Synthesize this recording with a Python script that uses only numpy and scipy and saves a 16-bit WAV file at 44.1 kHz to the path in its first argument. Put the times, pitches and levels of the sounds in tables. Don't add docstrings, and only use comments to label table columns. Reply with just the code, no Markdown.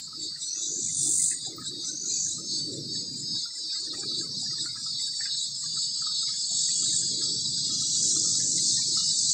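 import sys
import numpy as np
from scipy import signal
from scipy.io import wavfile
from scipy.ndimage import uniform_filter1d

SR = 44100
rng = np.random.default_rng(int(sys.argv[2]) if len(sys.argv) > 2 else 0)


def ratio(d):
    e = np.asarray(d, float) / 20
    return 10 ** e


def unload_wav(signal):
    wavfile.write(
        sys.argv[1],
        SR,
        np.round(np.clip(np.atleast_2d(signal).T, -1, 1) * 32767).astype(np.int16),
    )


N = 411453
T_S = np.arange(N) / SR
WINDOW, HOP = 1024, 256


def rms_one(x):
    return x / np.sqrt(np.mean(x ** 2) + 1e-20)


def in_time(rows, closed=False):
    s, *columns = np.transpose(rows)
    edge = -150 if closed else None
    return [np.interp(T_S, s, c, edge, edge) for c in columns]


def drift(rate):
    r = np.exp(-80 * np.pi * rate / SR)
    slow = signal.lfilter([1], [1, -2 * r, r * r], rng.standard_normal(N // 40 + 2002))[2000:]
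    return np.interp(np.arange(N) / 40, np.arange(len(slow)), rms_one(slow))


def body(modes, hz):
    return np.sqrt(sum(ratio(2 * db) * np.exp(-((hz - centre_hz) / width_hz) ** 2)
                       for centre_hz, width_hz, db in modes))


def shape(x, gain):
    hz, s, frames = signal.stft(x, SR, nperseg=WINDOW, noverlap=WINDOW - HOP)
    at = np.minimum((s * SR).astype(int), N - 1)
    return signal.istft(frames * gain(hz[:, None] + 1, at), SR, nperseg=WINDOW, noverlap=WINDOW - HOP)[1][:N]


def patches(depth_db, bins, frames):
    def gain(hz, at):
        field = rng.standard_normal((len(hz), len(at)))
        for turn in range(2):
            field = uniform_filter1d(field, size=bins, axis=0)
            field = uniform_filter1d(field, size=frames, axis=1)
        return ratio(depth_db * rms_one(field))
    return gain


def coloured(points, patchy_db):
    hz_points, db_points = np.transpose(points)
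    blotch = patches(patchy_db, bins=3, frames=9)

    def gain(hz, at):
        return blotch(hz, at) * ratio(np.interp(np.log(hz), np.log(hz_points), db_points))
    return rms_one(shape(rng.standard_normal(N), gain))


def beating(beat, effort, power, strengths_db=(0,)):
    (pulses,), (top_db, dip_db, *_) = in_time(beat), in_time(effort)
    top_db = top_db + np.interp(pulses, np.arange(len(strengths_db)), strengths_db)
    uneven = np.clip(1 + .15 * drift(1.65), 0, 2)
    return top_db, -dip_db * np.abs(np.sin(np.pi * pulses)) ** power * uneven


# t/s, share of fading
UNREST = [(0, 1.1), (2.5, 1), (5.5, .7), (7.5, .4), (9.33, .4)]
# f/Hz, share
DIP_SHARE = [(3500, 2.9), (3800, 1.75), (4300, 1), (4550, 0.93), (4800, 0.49), (5050, .8), (5300, 0.23),
             (6500, 0.92)]


def singer(clicks_per_s, modes, alternate, fading_db, wobble, tilt_db_per_khz=0, dip_db=0):
    phase = 2 * np.pi * np.cumsum(clicks_per_s) / SR + 0.036 * drift(13.0)
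    orders = np.arange(12, 33) + alternate / 2
    pitches_hz = orders * np.mean(clicks_per_s)
    khz_off = np.clip(pitches_hz - 4390, -700, 700) / 1000
    start = 7 * wobble * (rng.random(len(orders)) - .5)
    unrest, = in_time(UNREST)
    shares = np.interp(pitches_hz, *np.transpose(DIP_SHARE))
    total = np.zeros(N)
    for k, gain, p, off, share in zip(orders, body(modes, pitches_hz), start, khz_off, shares):
        if gain > .01:
            level_db = fading_db * unrest * drift(2.72) + tilt_db_per_khz * off + dip_db * share
            total += gain * ratio(level_db) * np.cos(k * phase + wobble * drift(9.1) + p)
    return rms_one(total)


# t/s, swells so far
DRONE_BEAT = [(-.14, 0), (.64, 2), (1.43, 4), (1.82, 5), (2.16, 6), (3.77, 10), (4.13, 11), (6.57, 17),
              (7.63, 20), (9.36, 25)]
# t/s, top level/dB, dip/dB, tilt/(dB per kHz)
DRONE_EFFORT = [(0, -35, 2.5, 2.5), (.4, -33.5, 4.5, -0.5), (.85, -35, 1, 0), (1.4, -34.5, 3, 0.5),
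                (2.2, -33.5, 4.5, 3.5), (3, -33, 4.5, 4.5), (4, -33.5, 1, 3), (4.901, -33.5, 2, 3),
                (5.8, -32.5, 1, 3), (6.6, -32, 1, 3), (7.3, -31.5, 1.5, 4), (7.7, -33.5, 1, 3.5),
                (8, -34.5, 2.5, 6), (8.5, -33, 3.5, 7.5), (8.8, -31, 1.5, 3.5), (9.33, -33, -1, 6)]
DRONE_SWELL_DB = [0, 1, -1, 0, 0, 1, -1, 1, 0, 0, 0, 0, 0, 0, 0, 0, 0, 0, 0, 0, 0, 0, 0, 0, 0, 0]


def drone_effort():
    return beating(DRONE_BEAT, DRONE_EFFORT, power=1.9, strengths_db=DRONE_SWELL_DB)


# t/s, rate/(clicks per s)
DRONE_RATE = [(0, 252.3), (2.3, 252.05), (4.2, 251.85), (5.3, 252.3), (6.3, 251.9), (7.4, 251.6),
              (8.2, 251.15), (9.33, 250.8)]
# f/Hz, width/Hz, level/dB
DRONE_BODY = [(3528, 40, -10.5), (3780, 60, -1.5), (4520, 382, 2.5), (5140, 300, -4.5), (5842, 200, -40.5),
              (6447, 119, -3.5), (7034, 110, -12), (7823, 86, -4)]


def drone(top_db, dip_db):
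    rate, tilt = in_time(DRONE_RATE)[0], in_time(DRONE_EFFORT)[2]
    song = singer(rate, DRONE_BODY, alternate=False, fading_db=1.2, wobble=.25,
                  tilt_db_per_khz=tilt, dip_db=dip_db)
    return ratio(top_db + 6.0) * song


# rate/(clicks per s), level/dB
NEIGHBOURS = [(262.4, 0), (264.6, -4), (288.0, -1), (285.4, -6)]
# t/s, far blur level/dB, neighbours level/dB
CHORUS = [(0, -8, -2), (1, -15, -0.5), (2, -22.5, -2), (3, -13.5, -3), (4, -4.5, -2.5), (5, -10, -0.5),
          (6, -7.5, -2.5), (7.3, -6.5, -3), (7.8, -3.5, 3), (8.5, -9.5, 0.5), (8.9, -2.5, -3),
          (9.33, -3, 1.5)]
# f/Hz, width/Hz, level/dB
CROWD_BODY = [(4010, 180, -9), (4633, 362, 4.5), (4903, 88, 1.5), (5550, 180, -2), (6574, 270, -7),
              (8173, 126, -6)]
# f/Hz, width/Hz, level/dB
BLUR_BODY = [(4044, 160, 3.5), (4570, 670, -11), (5140, 350, 0.5)]


def crowd(top_db, dip_db):
    blur_db, neighbour_db = in_time(CHORUS)
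    steady = sum(ratio(db) * singer(np.full(N, rate), CROWD_BODY, alternate=True, fading_db=1.4, wobble=1.17)
                 for rate, db in NEIGHBOURS[:2])
    flicker = patches(.4, bins=9, frames=21)
    blur = rms_one(shape(rng.standard_normal(N), lambda hz, at: flicker(hz, at) * body(BLUR_BODY, hz)))
    mix = ratio(top_db + 0.28 * dip_db + 3.5) * (ratio(neighbour_db) * steady + ratio(blur_db) * blur)
    blotch, (unrest,) = patches(3, bins=5, frames=15), in_time(UNREST)
    return shape(mix, lambda hz, at: blotch(hz, at) ** (unrest[at] ** 2 / 2))


# t/s, rate/(clicks per s)
THROB_RATE = [(0, 289.8), (3.5, 290.0), (4.8, 290.45), (6.1, 290.4), (9.33, 290.5)]


def pulsing(modes, level_db, smear_db):
    lead = singer(in_time(THROB_RATE)[0], modes, alternate=True, fading_db=1.1, wobble=0.55)
    in_step = sum(ratio(db) * singer(np.full(N, rate), modes, alternate=True, fading_db=1.4, wobble=0.95)
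                  for rate, db in NEIGHBOURS[2:])
    flicker = patches(1.1, bins=7, frames=15)
    smear = rms_one(shape(rng.standard_normal(N), lambda hz, at: flicker(hz, at) * body(modes, hz)))
    level_db = level_db + .4 * (level_db - uniform_filter1d(level_db, size=SR // 3))
    return ratio(level_db) * rms_one(lead + in_step + ratio(smear_db) * smear)


# f/Hz, width/Hz, level/dB
BELLY = [(3836, 90, -4), (3933, 305, -1.5), (4081, 158, 4), (5016, 220, -2), (5810, 140, -10)]
# t/s, pulses so far
BELLY_BEAT = [(.04, 0), (1.05, 5), (1.89, 9), (3.41, 16), (3.69, 17), (4.61, 21), (5.41, 25), (6.2, 29),
              (7.62, 36), (9.33, 44)]
# t/s, top level/dB, dip/dB
BELLY_EFFORT = [(0, -40.5, 8), (1.001, -40.5, 5.5), (1.9, -36.5, 8), (2.5, -39, 1.5), (3.2, -38.5, 3.5),
                (4.2, -39, 2.5), (5.4, -36.5, 0.5), (6.3, -40.5, 1), (7, -42, -1), (7.701, -40, 0.5),
                (8.4, -40, -0.5), (9.33, -43.5, -1)]
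BELLY_PULSE_DB = [-5.5, -1.5, 1.5, 2.5, 1.5, 2, 0.5, 0, 0, -2, -0.5, 1.5, 0, 1.5, 0, -0.5, 2, 1, 1.5, 3, 2,
                  2, 0.5, 0.5, -1, 1.5, -1, 1, 1.5, 4]
# f/Hz, width/Hz, level/dB
TYMBAL = [(6440, 240, -4), (7500, 450, 3), (7910, 53, 7.5), (8317, 21.3, -5), (8670, 120, -12)]
# t/s, pulses so far
TYMBAL_BEAT = [(.03, 0), (1.88, 9), (2.56, 12), (2.74, 13), (3.42, 16), (3.56, 17), (4.63, 22), (6.21, 30),
               (7.26, 35), (9.33, 45)]
# t/s, top level/dB, dip/dB
TYMBAL_EFFORT = [(0, -41, 8.5), (0.901, -38.5, 0.76), (1.9, -41, 12), (2.301, -39.5, 1.4), (3, -41, 5.7),
                 (3.6, -40.5, 1.6), (4.2, -40, 6.3), (5, -39, 2.5), (6.2, -38, 1.55), (6.799, -37.5, 1.1),
                 (7.3, -38, 0.56), (8.4, -37.5, 0.35), (9.33, -37, 0.45)]


def throbbing():
    belly_db = sum(beating(BELLY_BEAT, BELLY_EFFORT, power=2.2, strengths_db=BELLY_PULSE_DB))
    tymbal_db = sum(beating(TYMBAL_BEAT, TYMBAL_EFFORT, power=1.9))
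    return pulsing(BELLY, belly_db + 6.5, smear_db=1) + pulsing(TYMBAL, tymbal_db + 7, smear_db=-10)


# t/s, level/dB
WIND = [(0.0, -55.5), (0.23, -55), (0.6, -65), (0.83, -48.5), (1.45, -55.5), (1.58, -50.5), (1.95, -57),
        (2.83, -43.5), (2.93, -50), (3.33, -46), (3.51, -66.5), (4.03, -50), (4.49, -50.5), (5.51, -58),
        (5.74, -53.5), (5.97, -58), (7.53, -46.5), (9.33, -51)]
# t/s, length/s, level/dB
GUSTS = [(0.214, 0.17, -54.5), (0.54, 0.15, -55), (0.742, 0.12, -51), (1.09, 0.12, -58), (1.516, 0.38, -53),
         (1.984, 0.34, -54), (2.466, 0.14, -50), (2.791, 0.22, -42.5), (3.18, 0.36, -57),
         (3.611, 0.12, -56.5), (4.114, 0.35, -47.5), (4.617, 0.2, -59), (5.065, 0.12, -63),
         (5.754, 0.06, -59), (5.975, 0.03, -54.5), (6.812, 0.3, -57.5), (7.23, 0.26, -49),
         (7.704, 0.25, -56), (8.204, 0.3, -51), (8.59, 0.21, -51), (8.908, 0.075, -57), (9.27, 0.2, -59.5)]
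# f/Hz, density/(dB per Hz)
RUMBLE = [(20, -75), (36, -40.5), (55, -9), (85, -34), (135, 8.5), (200, -3.5), (280, 2.5), (340, -45)]
# f/Hz, density/(dB per Hz)
GUST = [(230, -39), (300, 4.5), (400, -5.5), (520, -12), (620, -16.5), (720, -76)]


def wind():
    rumble_db, = in_time(WIND)
    gust = ratio(rumble_db - 15.5)
    for s, length_s, db in GUSTS:
        gust = gust + ratio(db) * np.exp(-((T_S - s) / length_s) ** 2 * 2)
    lumps_db = 0.92 * drift(1.9)
    rumble = ratio(rumble_db + lumps_db + 1.87) * coloured(RUMBLE, patchy_db=1.0)
    return rumble + ratio(1.76) * gust * coloured(GUST, patchy_db=3.0)


# f/Hz, density/(dB per Hz)
FLOOR = [(300, -2), (700, -4), (1500, 0.5), (2700, -6), (6000, 0), (8500, 5), (10000, -6), (14000, -14.5)]


def floor():
    return ratio(-47.5) * coloured(FLOOR, patchy_db=0.8)


# t/s, level/dB
BUMPS = [(0.079, -59), (0.131, -53.5), (1.585, -47), (1.625, -54.5), (1.84, -60), (2.386, -55.5),
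         (3.761, -58.5), (3.938, -52.5), (4.039, -53), (4.119, -59.5), (4.275, -63.5), (4.537, -55),
         (4.672, -63), (4.761, -52.5), (4.867, -52.5), (5.772, -52), (6.024, -49), (6.071, -46),
         (6.232, -55), (6.293, -55), (6.829, -56), (7.221, -55), (7.704, -54), (7.822, -56), (8.165, -53.5),
         (8.253, -53), (8.352, -58), (8.974, -47), (9.01, -58)]
# t/s, f/Hz, level/dB
TWIGS = [(0.364, 1857, -56), (0.561, 2630, -59), (0.873, 2390, -64), (0.892, 2085, -57), (1.072, 770, -59),
         (1.199, 2040, -55.5), (1.205, 2510, -69), (1.317, 1955, -48.5), (1.319, 2580, -57.5),
         (1.472, 765, -53), (1.619, 1736, -57.5), (1.893, 1493, -57.5), (2.042, 1027, -64.5),
         (2.104, 2440, -60.5), (2.139, 2540, -59.5), (2.173, 2470, -59.5), (3.345, 962, -60.5),
         (3.46, 1397, -53), (3.702, 2450, -60), (3.732, 1576, -57.5), (3.751, 2054, -56.5),
         (3.944, 1900, -53), (3.973, 2430, -59), (3.983, 792, -55), (4.029, 2390, -58),
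         (4.033, 1610, -54.5), (4.214, 1620, -56), (4.265, 1120, -66), (4.43, 760, -58.5),
         (4.464, 1733, -57), (4.512, 1954, -56.5), (4.587, 1756, -54.5), (4.662, 1420, -47.5),
         (4.691, 2120, -57), (4.77, 1644, -53), (4.999, 2090, -56.5), (5.08, 1623, -59),
         (5.21, 1804, -43.5), (5.261, 2510, -60), (5.642, 1140, -56), (5.662, 1650, -59),
         (6.279, 2160, -53.5), (6.282, 1780, -61), (6.369, 2340, -69), (6.511, 700, -56),
         (6.572, 2210, -63), (6.69, 1938, -55), (6.709, 2510, -58), (6.897, 2150, -61.5),
         (6.931, 1764, -55), (7.024, 1654, -57.5), (7.025, 2480, -71), (7.214, 1640, -58),
         (7.454, 1034, -63), (8.403, 1716, -54), (8.58, 2040, -54.5), (8.779, 1837, -51.5),
         (8.798, 1000, -58.5), (8.821, 2330, -57.5), (8.967, 2050, -62)]
# t/s, f/Hz, level/dB
FAR_TWIGS = [(0.222, 2540, -69), (0.512, 2570, -67), (0.552, 1910, -61.5), (1.23, 1550, -67.5),
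             (1.452, 1700, -61), (1.533, 2080, -62.5), (1.658, 1570, -58), (1.712, 1249, -64),
             (1.852, 2167, -64.5), (2.037, 1375, -59), (2.268, 1650, -61.5), (2.446, 1300, -63),
             (2.633, 3030, -66.5), (2.9, 1030, -71), (2.956, 1770, -61.5), (3.147, 2310, -66),
             (3.363, 1620, -61), (3.509, 2000, -61.5), (3.559, 1990, -62), (3.781, 1657, -60.5),
             (3.876, 1830, -62), (4.2, 2980, -74), (4.234, 1300, -57), (4.25, 2140, -63),
             (4.331, 2455, -68), (4.338, 970, -66), (4.592, 2480, -71), (4.642, 2470, -82),
             (4.834, 2350, -71.5), (5.138, 1910, -62.5), (5.199, 805, -61.5), (5.496, 1540, -64),
             (5.629, 2520, -79), (5.633, 1900, -61.5), (6.342, 1680, -57.5), (6.686, 1320, -65),
             (6.771, 1270, -63.5), (6.862, 1670, -60), (7.141, 2080, -64), (7.211, 2040, -64),
             (7.479, 1269, -61), (7.575, 1530, -63), (7.919, 2045, -67), (7.952, 1290, -62.5),
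             (8.032, 2024, -65), (8.038, 1630, -60.5), (8.073, 1970, -62), (8.582, 1550, -63.5),
             (8.662, 2412, -74), (8.952, 786, -64.5)]
# t/s, f/Hz, level/dB
SNAPS = [(1.325, 2060, -56), (1.33, 1740, -53), (5.213, 1567, -58), (5.213, 2010, -55.5),
         (5.258, 1625, -48), (5.258, 2010, -50), (6.28, 2010, -63), (8.402, 1980, -58.5), (9.3, 2470, -63)]
# t/s, f/Hz, level/dB
LEAVES = [(0.441, 13300, -70), (1.471, 8940, -58.5), (1.566, 15100, -56), (2.286, 9600, -53.5),
          (3.457, 12750, -73), (5.021, 12500, -66), (7.221, 10600, -62.5), (7.806, 10200, -62),
          (7.905, 9560, -63.5), (8.072, 8900, -57.5), (8.074, 10150, -57.5), (8.356, 11700, -65),
          (8.605, 11080, -54), (8.62, 8900, -49), (8.812, 11050, -64.5)]


def ticks():
    out, t = np.zeros(N + SR // 4), np.arange(SR // 4) / SR
    faint = rng.random((70, 3)) * [N / SR, .95, 6] + [0, 6.95, -76]
    faint[:, 1] = np.exp(faint[:, 1])
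    bumps = [(s, 1286 * (1 + 0.0212 * rng.standard_normal()), db) for s, db in BUMPS]
    rows = np.vstack([bumps, TWIGS, FAR_TWIGS, SNAPS, LEAVES, faint])
    envelope = (1 - np.exp(-t / 0.0012)) * (np.exp(-(t / 0.011) ** 1.5) + 0.3 * np.exp(-t / 0.06))
    lowpass = signal.butter(2, 60, fs=SR, output="sos")
    noise = rng.standard_normal((len(rows), 2, 2 * len(t))) + 0.061
    noise = signal.sosfilt(lowpass, noise)[..., len(t):]
    click = uniform_filter1d(rng.standard_normal(noise.shape), size=30)
    noise = noise + 0.73 * np.exp(-t / 0.0016) * click
    for (s, hz, db), (a, b) in zip(rows, noise):
        puff = envelope * (a * np.cos(2 * np.pi * hz * t) + b * np.sin(2 * np.pi * hz * t))
        puff = puff / np.sqrt(np.sum(puff ** 2) / np.sum(envelope ** 2))
        out[max(round((s - .004) * SR), 0):][:len(t)] += ratio(db + 5.0) * puff
    return out[:N]


# t/s, bursts so far
RASP_BEAT = [(.487, 0), (1.3, 39), (1.867, 66), (2.283, 86), (6.527, 290), (6.985, 312), (9.108, 416),
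             (9.33, 427.1)]


def rasp(bursty):
    bursts, = in_time(RASP_BEAT)
    cycle = bursts % 1
    gate = 1 - np.clip(bursty, 0, 1) * (cycle > .62)
    ribs = np.diff(np.floor(6 * bursts + .12 * drift(150)), prepend=0) > 0
    clicks = ribs * rng.uniform(-0.33, 1, N) * ratio(-6.0 * cycle)
    clicks = clicks + 0.7 * (rng.random(N) < 400 / SR) * rng.uniform(-1.26, 1, N)
    return gate * (rms_one(clicks) * 0.4 + rng.standard_normal(N) * 0.7)


def climb(start_s, end_s, start_db, end_db, steepness=1):
    progress = np.clip((T_S - start_s) / (end_s - start_s), 0, 1)
    outside = np.maximum(start_s - T_S, 0) / 0.15 + np.maximum(T_S - end_s, 0) / 0.25
    edges_db = 20 * steepness * outside ** 1.01
    return progress, ratio(start_db + (end_db - start_db) * progress - np.minimum(edges_db, 200))


SWELLS = [
    (0.52, 1.195, -31, -27),
    (0.985, 1.263, -30, -24),
    (1.88, 2.239, -35.5, -26),
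    (6.53, 6.976, -29, -27),
    (7.742, 8.13, -32, -24),
    (8.22, 8.738, -28.5, -26.5),
    (8.867, 9.404, -38.5, -23),
]
# low edge f/Hz, high edge at start f/Hz, high edge at end f/Hz
SWELL_EDGES = [(5700, 6250, 9450), (6420, 9600, 9440), (5850, 6300, 7800), (6200, 8320, 8680),
               (5000, 7660, 8800), (5280, 8380, 8600), (5540, 9070, 8430)]
# start t/s, end t/s, start level/dB, end level/dB
OVERTONE = (1.02, 1.25, -55, -49)


def swells():
    rasps = []
    for row, (low_hz, first_hz, last_hz) in zip(SWELLS, SWELL_EDGES):
        progress, level = climb(*row)
        closing_hz = np.clip(4300 * (T_S - row[1]), 0, 1000)
        low = low_hz - 107 * progress
        high = first_hz + (last_hz - first_hz) * progress ** 0.63
        rasps.append((level, low, high - low - closing_hz))
    width_hz = sum(level * wide for level, low, wide in rasps) / sum(level for level, low, wide in rasps)
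    source = rasp(0.42 + 1.2 * np.exp(-width_hz / 700))
    blotch = patches(0.3, bins=5, frames=5)

    def band_gain(hz, at):
        power = 0
        for level, low, wide in rasps:
            inside = np.exp(-2 * np.abs(2 * (hz - low[at]) / wide[at] - 1) ** 3.3)
            skirt = ratio(2 * -9) * np.exp(-((hz - low[at]) / 380) ** 2)
            power = power + level[at] ** 2 * (inside + skirt) * SR / wide[at]
        return blotch(hz, at) * np.sqrt(power)
    octave_body = [(14700, 1150, -5.5), (10400, 900, -5.5), (12300, 600, -15)]   # f/Hz, width/Hz, level/dB
    octave = rms_one(shape(source, lambda hz, at: body(octave_body, hz)))
    return ratio(1.5) * shape(source, band_gain) + climb(*OVERTONE, steepness=2.4)[1] * octave


# t/s, level/dB
KNOCKS = [
    (3.946, -46),
    (9.005, -44.5),
]


def knocks():
    out, t = np.zeros(N + SR // 4), np.arange(SR // 4) / SR
    lowpass = signal.butter(1, 2500, fs=SR, output="sos")
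    for s, db in KNOCKS:
        crack = signal.sosfilt(lowpass, rng.standard_normal(len(t))) * np.exp(-t / 0.0055)
        thump = ratio(-17.5) * np.sin(2 * np.pi * 70 * t) * np.exp(-t / 0.035)
        out[round(s * SR):][:len(t)] += ratio(db + 10.0) * (crack + thump)
    return out[:N]


# t/s, level/dB
LOW_LINE = [(4.5, -71), (4.71, -66), (6.93, -46), (7.61, -51.5), (7.66, -43), (8.2, -53), (8.6, -55.5),
            (8.9, -53.5), (9.02, -60.5), (9.25, -60), (9.33, -57)]
# t/s, level/dB, f/Hz
CRICKET = [(4.6, -86, 2980), (4.66, -74, 2900), (5.19, -74, 3130), (5.27, -66, 2880), (5.6, -87, 3010),
           (5.68, -69.5, 2960), (6.65, -71.5, 2940), (6.79, -63, 2873), (7.6, -86, 2870), (7.66, -64, 2875),
           (8.14, -68.5, 2910), (8.35, -96, 3000), (8.39, -69.5, 2980), (8.64, -70.5, 2860),
           (8.84, -95, 3100), (9.01, -57, 2905), (9.25, -77, 2970), (9.33, -70, 3040)]


def low_bands():
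    blotch = patches(1.0, bins=3, frames=9)
    noise = rng.standard_normal(N)
    upper = shape(noise, lambda hz, at: blotch(hz, at) * body([(3340, 6.2, 0)], hz))
    level_db, pitch_hz = in_time(CRICKET, closed=True)
    lower = shape(noise, lambda hz, at: body([(np.maximum(pitch_hz[at], 2800), 36, 0)], hz))
    upper_db = in_time(LOW_LINE, closed=True)[0] - 2.0
    return ratio(upper_db) * rms_one(upper) + ratio(level_db + 4.5) * rms_one(lower)


# t/s, level/dB
WASH = [(6.2, -60), (7.3, -43), (7.7, -45.5), (8.1, -39.5), (8.4, -40), (8.7, -36.5), (9, -32.5),
        (9.33, -53)]
# f/Hz, width/Hz, level/dB
WASH_BODY = [(4100, 200, -8.5), (4880, 460, -3), (5400, 450, -0.5), (6700, 370, -2)]


def wash():
    noise = rms_one(shape(rng.standard_normal(N), lambda hz, at: body(WASH_BODY, hz)))
    return ratio(in_time(WASH, closed=True)[0] + 1.0) * noise


def scene():
    top_db, dip_db = drone_effort()
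    cicadas = drone(top_db, dip_db) + crowd(top_db, dip_db) + throbbing() + swells() + wash()
    mono = cicadas + wind() + floor() + ticks() + knocks() + low_bands()
    return np.array([mono, mono])


def noise_reduction(x, over_db, deepest_db):
    power = np.abs(signal.stft(x, SR, nperseg=WINDOW, noverlap=WINDOW - HOP)[2]) ** 2
    power = uniform_filter1d(uniform_filter1d(power, size=3, axis=0), size=5, axis=1) + 1e-20
    usual = np.exp(uniform_filter1d(np.log(np.percentile(power, 25, axis=1)), size=9))[:, None]
    gain = np.sqrt(np.clip(1 - ratio(2 * over_db) * usual / power, ratio(2 * deepest_db), 1))
    return shape(x, lambda hz, at: gain ** np.clip(hz / 600, .3, 1) * (hz < 15740))


def masking(x):
    hz, _, frames = signal.stft(x, SR, nperseg=WINDOW, noverlap=WINDOW - HOP)
    power = uniform_filter1d(uniform_filter1d(np.abs(frames) ** 2, size=14, axis=0), size=6, axis=1)
    shrill = power[(hz > 6000) & (hz < 8800)].mean(axis=0)
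    rows = np.minimum(np.arange(len(hz)) // 14 * 14 + 7, len(hz) - 1)
    columns = np.arange(len(shrill)) // 4 * 4
    faint = (power < ratio(2 * -43) * shrill)[rows][:, columns]
    return shape(x, lambda hz, at: 1 - faint * (hz > 9050) * (hz < 10300))


def top_cut(x):
    return signal.sosfilt(signal.butter(12, 16760, fs=SR, output="sos"), x)


def record(dry):
    mono = noise_reduction(dry[0], over_db=4.0, deepest_db=-15.0)
    rounded = .75 * np.tanh(mono / .75)
    return top_cut(np.tile(masking(rounded), (2, 1)))


dry = scene()
out = record(dry)
unload_wav(out)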